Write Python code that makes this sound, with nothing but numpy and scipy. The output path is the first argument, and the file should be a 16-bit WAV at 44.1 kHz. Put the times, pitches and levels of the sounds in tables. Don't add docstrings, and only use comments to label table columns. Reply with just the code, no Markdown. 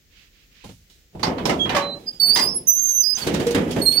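import sys
import numpy as np
from scipy import signal
from scipy.fft import rfft, irfft
from scipy.io import wavfile

SR = 44100
rng = np.random.default_rng(int(sys.argv[2]) if len(sys.argv) > 2 else 0)


def log_audio(samples):
    frames = np.atleast_2d(samples).T
    limited = np.clip(frames, -1, 1)
    pcm = np.round(limited * 32767).astype(np.int16)
    wavfile.write(sys.argv[1], SR, pcm)


N = 4 * SR
TOP_HZ = 15950


def amp(db):
    return 10 ** (np.asarray(db) / 20)


def unit(x):
    return x / np.sqrt(np.mean(x ** 2) + 1e-20)


def curve_at(points, hz):
    f, value = np.transpose(points)
    return np.interp(np.log(hz + 1), np.log(f + 1), value)


def add(mix, s, sound):
    part = mix[..., round(s * SR):][..., :sound.shape[-1]]
    part += sound[..., :part.shape[-1]]


def wander(n, hz):
    lowpass = 1 / (1 + (np.fft.rfftfreq(N, 1 / SR) / hz) ** 4)
    return unit(irfft(rfft(rng.standard_normal(N)) * lowpass, N))[:n]


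def decay(t, t60):
    return np.exp(-np.log(1000) * t / t60)


def die_away(x, ring):
    frames = dict(fs=SR, nperseg=512, noverlap=384)
    hz, t, spectra = signal.stft(x, **frames)
    return signal.istft(spectra * decay(t, curve_at(ring, hz)[:, None]), **frames)[1][:, :x.shape[1]]


# f/Hz, coherence/0-1
COHERENCE = [(60, 0.87), (180, 0.97), (400, 0.78), (950, 0), (2400, 0), (15000, 0)]

def noise(n, colour, lo=1, hi=SR):
    hz = np.fft.rfftfreq(n, 1 / SR) + 1e-3
    left, other = rfft(rng.standard_normal((2, n)))
    same = curve_at(COHERENCE, hz)
    right = same * left + np.sqrt(1 - same ** 2) * other
    band = ((1 + (lo / hz) ** 8) * (1 + (hz / hi) ** 8)) ** -.5
    return unit(irfft(np.array([left, right]) * amp(curve_at(colour, hz)) * band, n))


# f/Hz, level/dB
AIR_COLOUR = [(15, -52), (25, 0.5), (55, 4), (92, -7), (476, -19.5), (988, -32.5), (1890, -20.5),
              (6920, -23), (9320, -35.5), (16000, -24.5)]

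def air():
    return amp(-56 + 1.9 * wander(N, hz=3)) * noise(N, AIR_COLOUR)


# t/s, length/s, level/dB
RUSTLES = [(0.089, 0.22, -54.5), (0.289, 0.2, -60), (0.486, .28, -53.5)]
# f/Hz, level/dB
RUSTLE_COLOUR = [(600, -20), (2500, 4), (5000, -3.5), (9000, -20), (14000, -31)]

def rustles():
    out = np.zeros((2, N))
    for s, length, db in RUSTLES:
        n = round(length * SR)
        swell = amp(db + wander(n, hz=24.8)) * np.sqrt(np.hanning(n))
        add(out, s, swell * noise(SR, RUSTLE_COLOUR)[:, :n])
    return out


def clustered(x, spacing_hz=90, ripple_db=3.5):
    hz = np.fft.rfftfreq(x.shape[1], 1 / SR)
    knots = np.arange(0, SR / 2, spacing_hz)
    ripple = np.interp(hz, knots, rng.standard_normal(len(knots))) * hz / (hz + 4 * spacing_hz)
    return unit(irfft(rfft(x) * amp(ripple_db * ripple), x.shape[1]))


# low f/Hz, high f/Hz
BANDS = [(70, 900), (900, 3000), (3000, 17000)]

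def blow(levels_db, colour, ring, attack_s):
    t = np.arange(SR) / SR
    boom = 1 - np.exp(-t / (.0011 + attack_s / 2))
    overshoot = amp(-16.5) * np.exp(-abs(t - attack_s) / .008)
    crack = np.minimum(t / attack_s, 1) ** 2 * (1 + overshoot)
    return sum(amp(db) * onset * die_away(clustered(noise(SR, colour, *band)), ring)
               for db, band, onset in zip(levels_db, BANDS, [boom, crack, crack]))


# t/s, boom/dB, clang/dB, clink/dB
STEPS = [(0.64, -33, -50.5, -47), (0.69, -38, -53, -51.5), (0.897, -61, -63, -52.5),
         (1.149, -30.5, -58, -60), (1.193, -31, -45.5, -49.5)]
# f/Hz, level/dB
STEP_COLOUR = [(40, -3.5), (240, -3.5), (450, -7), (3000, -19), (16000, -40)]
# f/Hz, t60/s
STEP_RING = [(100, 0.41), (400, 0.098), (2000, 0.21), (14000, 0.71)]

def steps():
    out = np.zeros((2, N))
    for s, *levels in STEPS:
        add(out, s, blow(levels, STEP_COLOUR, STEP_RING, attack_s=.0025))
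    return out


# t/s, boom/dB, clang/dB, clink/dB
RUBBING = [(1.131, -50, -69, -64), (1.3, -26.5, -43, -54.5), (1.519, -26.5, -46, -55.5),
           (1.618, -35, -55, -49.5), (1.76, -27.5, -28, -50), (1.87, -41, -56, -60),
           (2.18, -53, -62.5, -54.5), (2.302, -36.5, -40, -40.5), (2.65, -44.5, -74, -64.5),
           (2.851, -54.5, -62.5, -62), (2.97, -49, -56.5, -53.5), (3.145, -51.5, -53.5, -52.5),
           (3.188, -42, -33.5, -27.5), (3.299, -25.5, -39, -45), (3.5, -33.5, -42, -42.5),
           (3.68, -26.5, -39, -47.5), (3.801, -26.5, -45.5, -39.5), (3.88, -31.5, -47, -60),
           (4.0, -36.5, -42, -60)]
# f/Hz, level/dB
LEAF_COLOUR = [(24, -38.5), (40, -1), (100, -10.5), (243, -4.5), (455, -10), (1090, -23), (2100, -24),
               (9220, -35.5), (16000, -40)]
# f/Hz, level/dB, t60/s
LEAF_MODES = [(168.4, -2, 0.41), (248.7, 2, 0.53), (378, -9.5, 0.31), (472.2, -1, 0.49), (565, -15, 0.42),
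              (845, -7, 0.23)]

def rubbing(slips_per_s=1400, spread_db=5.5, smoothing_s=.022):
    s, *levels = np.transpose(RUBBING)
    t = np.arange(N) / SR
    strength = amp(spread_db * np.minimum(rng.exponential(1, N), 4))
    slips = (rng.random(N) < slips_per_s / SR) * strength
    energy = signal.lfilter([1], [1, -np.exp(-1 / (smoothing_s * SR))], slips ** 2)
    grain = unit(np.sqrt(energy))
    rasp = sum(amp(np.interp(t, s, db, left=-120)) * grain * clustered(noise(N, LEAF_COLOUR, *band))
               for db, band in zip(levels, BANDS))
    hum = sum(amp(db) * signal.lfilter(*signal.iirpeak(hz, Q=58, fs=SR), rasp)
              for hz, db, _ in LEAF_MODES)
    return amp(-2) * rasp + amp(-3.5) * hum


def ringing(modes, spread_db=5.5):
    t = np.arange(SR) / SR
    out = np.zeros((2, SR))
    for hz, db, t60 in modes:
        phase = 2 * np.pi * rng.random() + .5 * rng.standard_normal((2, 1)) * (1 - curve_at(COHERENCE, hz))
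        gain = amp(db + spread_db * rng.standard_normal())
        envelope = np.minimum(t * hz / 2, 1) * decay(t, t60)
        out += gain * envelope * np.sin(2 * np.pi * hz * t + phase)
    return out


def impacts(rows, colour, ring, modes, modes_db):
    out = np.zeros((2, N))
    for s, attack_s, boom_db, clang_db, clink_db, *_ in rows:
        hit = blow((boom_db, clang_db, clink_db), colour, ring, attack_s)
        add(out, s, hit + amp(modes_db + (clang_db + clink_db) / 2) * ringing(modes))
    return out


def ping(hz, attack_s, width=.56):
    t = np.arange(SR) / SR
    cluster = [(hz * (1 - width), -50), (hz, 0), (hz * (1 + width), -50)]
    return noise(SR, cluster) * np.minimum(t / attack_s, 1) * decay(t, t60=.12)


# t/s, attack/s, boom/dB, clang/dB, clink/dB, ping f/Hz, ping level/dB
CLACKS = [(1.2302, 0.0011, -27, -20.5, -27, 4610, -18), (1.268, 0.0016, -24, -29, -43, 5200, -32.5),
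          (1.379, 0.0055, -42, -31, -46.5, 4300, -42), (1.454, 0.00075, -22, -24.5, -25, 5500, -30.5),
          (1.492, 0.0039, -20.5, -22, -27.5, 2170, -21.5), (1.654, 0.0034, -27.5, -28.5, -60, 1900, -38),
          (1.693, 0.0011, -31.5, -22, -34.5, 3950, -30.5), (1.745, 0.0061, -32.5, -20, -28.5, 1860, -27),
          (1.762, 0.0025, -30.5, -19.5, -25, 1690, -22), (2.3579, 0.0013, -30.5, -22.5, -18.5, 1930, -25.5),
          (2.385, 0.0067, -28.5, -24.5, -22, 1960, -20)]
# f/Hz, level/dB
BOLT_COLOUR = [(24, -46.5), (40, -7.5), (433, 0), (990, -7.5), (1370, -17.5), (2150, -18.5), (5180, -15),
               (8550, -27.5), (14800, -34)]
# f/Hz, t60/s
BOLT_RING = [(300, 0.85), (800, 0.4), (2000, 0.31), (5000, 0.19)]
# f/Hz, level/dB, t60/s
BOLT_MODES = [(2055, -3.5, 0.22)]

def bolt_clacks():
    out = impacts(CLACKS, BOLT_COLOUR, BOLT_RING, BOLT_MODES, modes_db=-5)
    for s, attack_s, *_, hz, db in CLACKS:
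        add(out, s, amp(db) * ping(hz, attack_s))
    return out


def squeal(points, swell_s=.006, tremble=1, third_db=-4.5, stop_s=.004):
    s, hz, db, overtone_db = np.transpose(points)
    t = np.arange(s[0], s[-1] + 4 * stop_s, 1 / SR)
    n = len(t)
    pitch = np.interp(t, s, hz) * (1 + tremble * .0028 * wander(n, hz=120))
    rasp = .01 * wander(n, hz=900)
    phase = 2 * np.pi * np.cumsum(pitch) / SR + rasp
    third = amp(third_db) if 3 * hz.mean() < TOP_HZ else 0
    overtones = np.sin(2 * phase) + third * np.sin(3 * phase)
    tone = amp(np.interp(t, s, db)) * np.sin(phase) + amp(np.interp(t, s, overtone_db)) * overtones
    envelope = np.minimum((t - s[0]) / swell_s, 1) ** 2 * np.exp(-np.maximum(t - s[-1], 0) / stop_s)
    flutter = amp(tremble * 1.2 * wander(n, hz=120))
    return s[0], np.sqrt(2) * tone * envelope * flutter


# f/Hz, t60/s
YARD_RING = [(300, 0.27), (5000, 0.34), (14000, 0.2)]

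def through_yard(sound, echoes=8):
    tail = die_away(rng.standard_normal((2, SR)), YARD_RING)
    paths = amp(-12) * unit(tail) / np.sqrt(SR)
    for side in paths:
        delays = rng.integers(60, 900, echoes)
        side[delays] += amp(-8) * rng.choice([-1, 1], echoes) / np.sqrt(echoes)
    paths[0, 0] += amp(-4.5)
    paths[1, round(.00045 * SR)] += 1
    return signal.fftconvolve(sound[None], paths, axes=1)[:, :N]


# t/s, length/s, swell/s, first f/Hz, last f/Hz, level/dB, overtone/dB, tremble/0-1
SQUEAKS = [(1.584, .066, .02, 3335, 3260, -21, -50, 1), (1.797, .148, .025, 4025, 4045, -32, -64, .4),
           (2.058, .034, .026, 4925, 4885, -22, -50, 1), (2.22, .07, .025, 715, 700, -42, -62, 1),
           (2.466, .069, .012, 5332, 5322, -27, -54, .4), (2.527, .045, .03, 9760, 10130, -20, -80, 1),
           (3.143, .022, .012, 6240, 6140, -23, -49, 1), (3.2, .036, .022, 4800, 4400, -28, -46, 1)]
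# t/s, f/Hz, level/dB, overtone/dB
SQUEALS = [
    [(2.196, 4530, -13.5, -28), (2.21, 4495, -19, -29.5), (2.245, 4506, -12.5, -30.5),
     (2.266, 4483, -20.5, -29.5), (2.295, 4518, -14, -24.5), (2.328, 4620, -15.5, -43.5),
     (2.352, 4980, -20, -21)],
    [(2.365, 4900, -18, -28.5), (2.4, 4917, -20, -37), (2.437, 4868, -16.5, -24.5), (2.462, 4925, -25, -31),
     (2.5, 5070, -25.5, -60)],
    [(2.667, 6224, -21.5, -31), (2.69, 6074, -16, -7.5), (2.706, 6004, -16, -20.5), (2.745, 6142, -25, -22),
     (2.79, 6300, -19, -37.5), (2.83, 6378, -22, -27), (2.91, 6280, -18.5, -28.5),
     (2.945, 6214, -26, -22.5), (2.988, 6162, -14.5, -34), (3.014, 6130, -17, -20),
     (3.04, 5920, -31.5, -41)],
    [(3.018, 4920, -49, -58), (3.036, 4960, -23.5, -32), (3.055, 4940, -23.5, -34),
     (3.086, 5027, -20.5, -39), (3.108, 4958, -22, -27), (3.137, 5004, -23, -49)],
    [(3.812, 4390, -20, -47), (3.826, 4320, -23, -28), (3.848, 4410, -34.5, -30.5),
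     (3.866, 4197, -12.5, -23), (3.895, 4305, -14.5, -29.5), (3.912, 4280, -21, -32),
     (3.935, 4387, -19, -33), (3.957, 4410, -28.5, -29.5), (3.98, 4505, -11.5, -38),
     (4.0, 4510, -21.5, -32)],
]

def hinges():
    out = np.zeros(N)
    for s, length, swell_s, first_hz, last_hz, db, overtone_db, tremble in SQUEAKS:
        glide = [(s, first_hz, db, overtone_db), (s + length, last_hz, db, overtone_db)]
        add(out, *squeal(glide, swell_s, tremble))
    for points in SQUEALS:
        add(out, *squeal(points))
    return through_yard(out)


# t/s, f/Hz, level/dB, overtone/dB
GROAN = [(1.743, 616, -28, -37), (1.762, 582.3, -20.5, -30), (1.785, 561, -28, -26), (1.9, 572, -32.5, -49),
         (1.925, 566, -49, -57.5), (1.98, 574, -38.5, -54)]
# f/Hz, level/dB, t60/s
FREED_MODES = [(786, -28, .5), (910, -28, .4), (1107, -20, .3)]

def bolt_release(free_s=1.762):
    out = np.zeros((2, N))
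    add(out, *squeal(GROAN, third_db=-12))
    add(out, free_s, ringing(FREED_MODES, spread_db=.3))
    return out


# t/s, attack/s, boom/dB, clang/dB, clink/dB
KNOCKS = [(3.263, 0.01, -17, -26.5, -23), (3.333, 0.012, -20.5, -30, -23.5), (3.392, 0.011, -18, -31, -29),
          (3.464, 0.0052, -25.5, -33, -28), (3.505, 0.004, -26.5, -47, -28.5),
          (3.546, 0.0018, -14.5, -24, -25), (3.573, 0.011, -17.5, -31.5, -36),
          (3.703, 0.0099, -51, -40, -27.5), (3.761, 0.0023, -18, -30, -39),
          (3.913, 0.0091, -57, -61, -30.5)]
# f/Hz, t60/s
LEAF_RING = [(100, 0.2), (300, 0.5), (800, 0.36), (2000, 0.32), (5000, 0.17), (14000, 0.095)]

def shudder():
    return impacts(KNOCKS, LEAF_COLOUR, LEAF_RING, LEAF_MODES, modes_db=-1.5)


# f/Hz, left minus right level/dB
BALANCE = [(100, 0), (1000, -3), (2400, -9.5), (4500, -9.5), (6300, -14), (9000, -1.5)]

def scene():
    gate = rustles() + steps() + rubbing() + bolt_clacks() + hinges() + bolt_release() + shudder()
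    ratio = amp(curve_at(BALANCE, np.fft.rfftfreq(2 * N, 1 / SR)))
    pan = np.array([ratio, np.ones_like(ratio)]) * 2 / (1 + ratio)
    return irfft(rfft(gate, 2 * N) * pan)[:, :N] + air()


def record(dry):
    lowpass = signal.firwin(511, TOP_HZ, window=("kaiser", 9), fs=SR)
    return signal.oaconvolve(dry, lowpass[None], "same")


dry = scene()
out = record(dry)
log_audio(out)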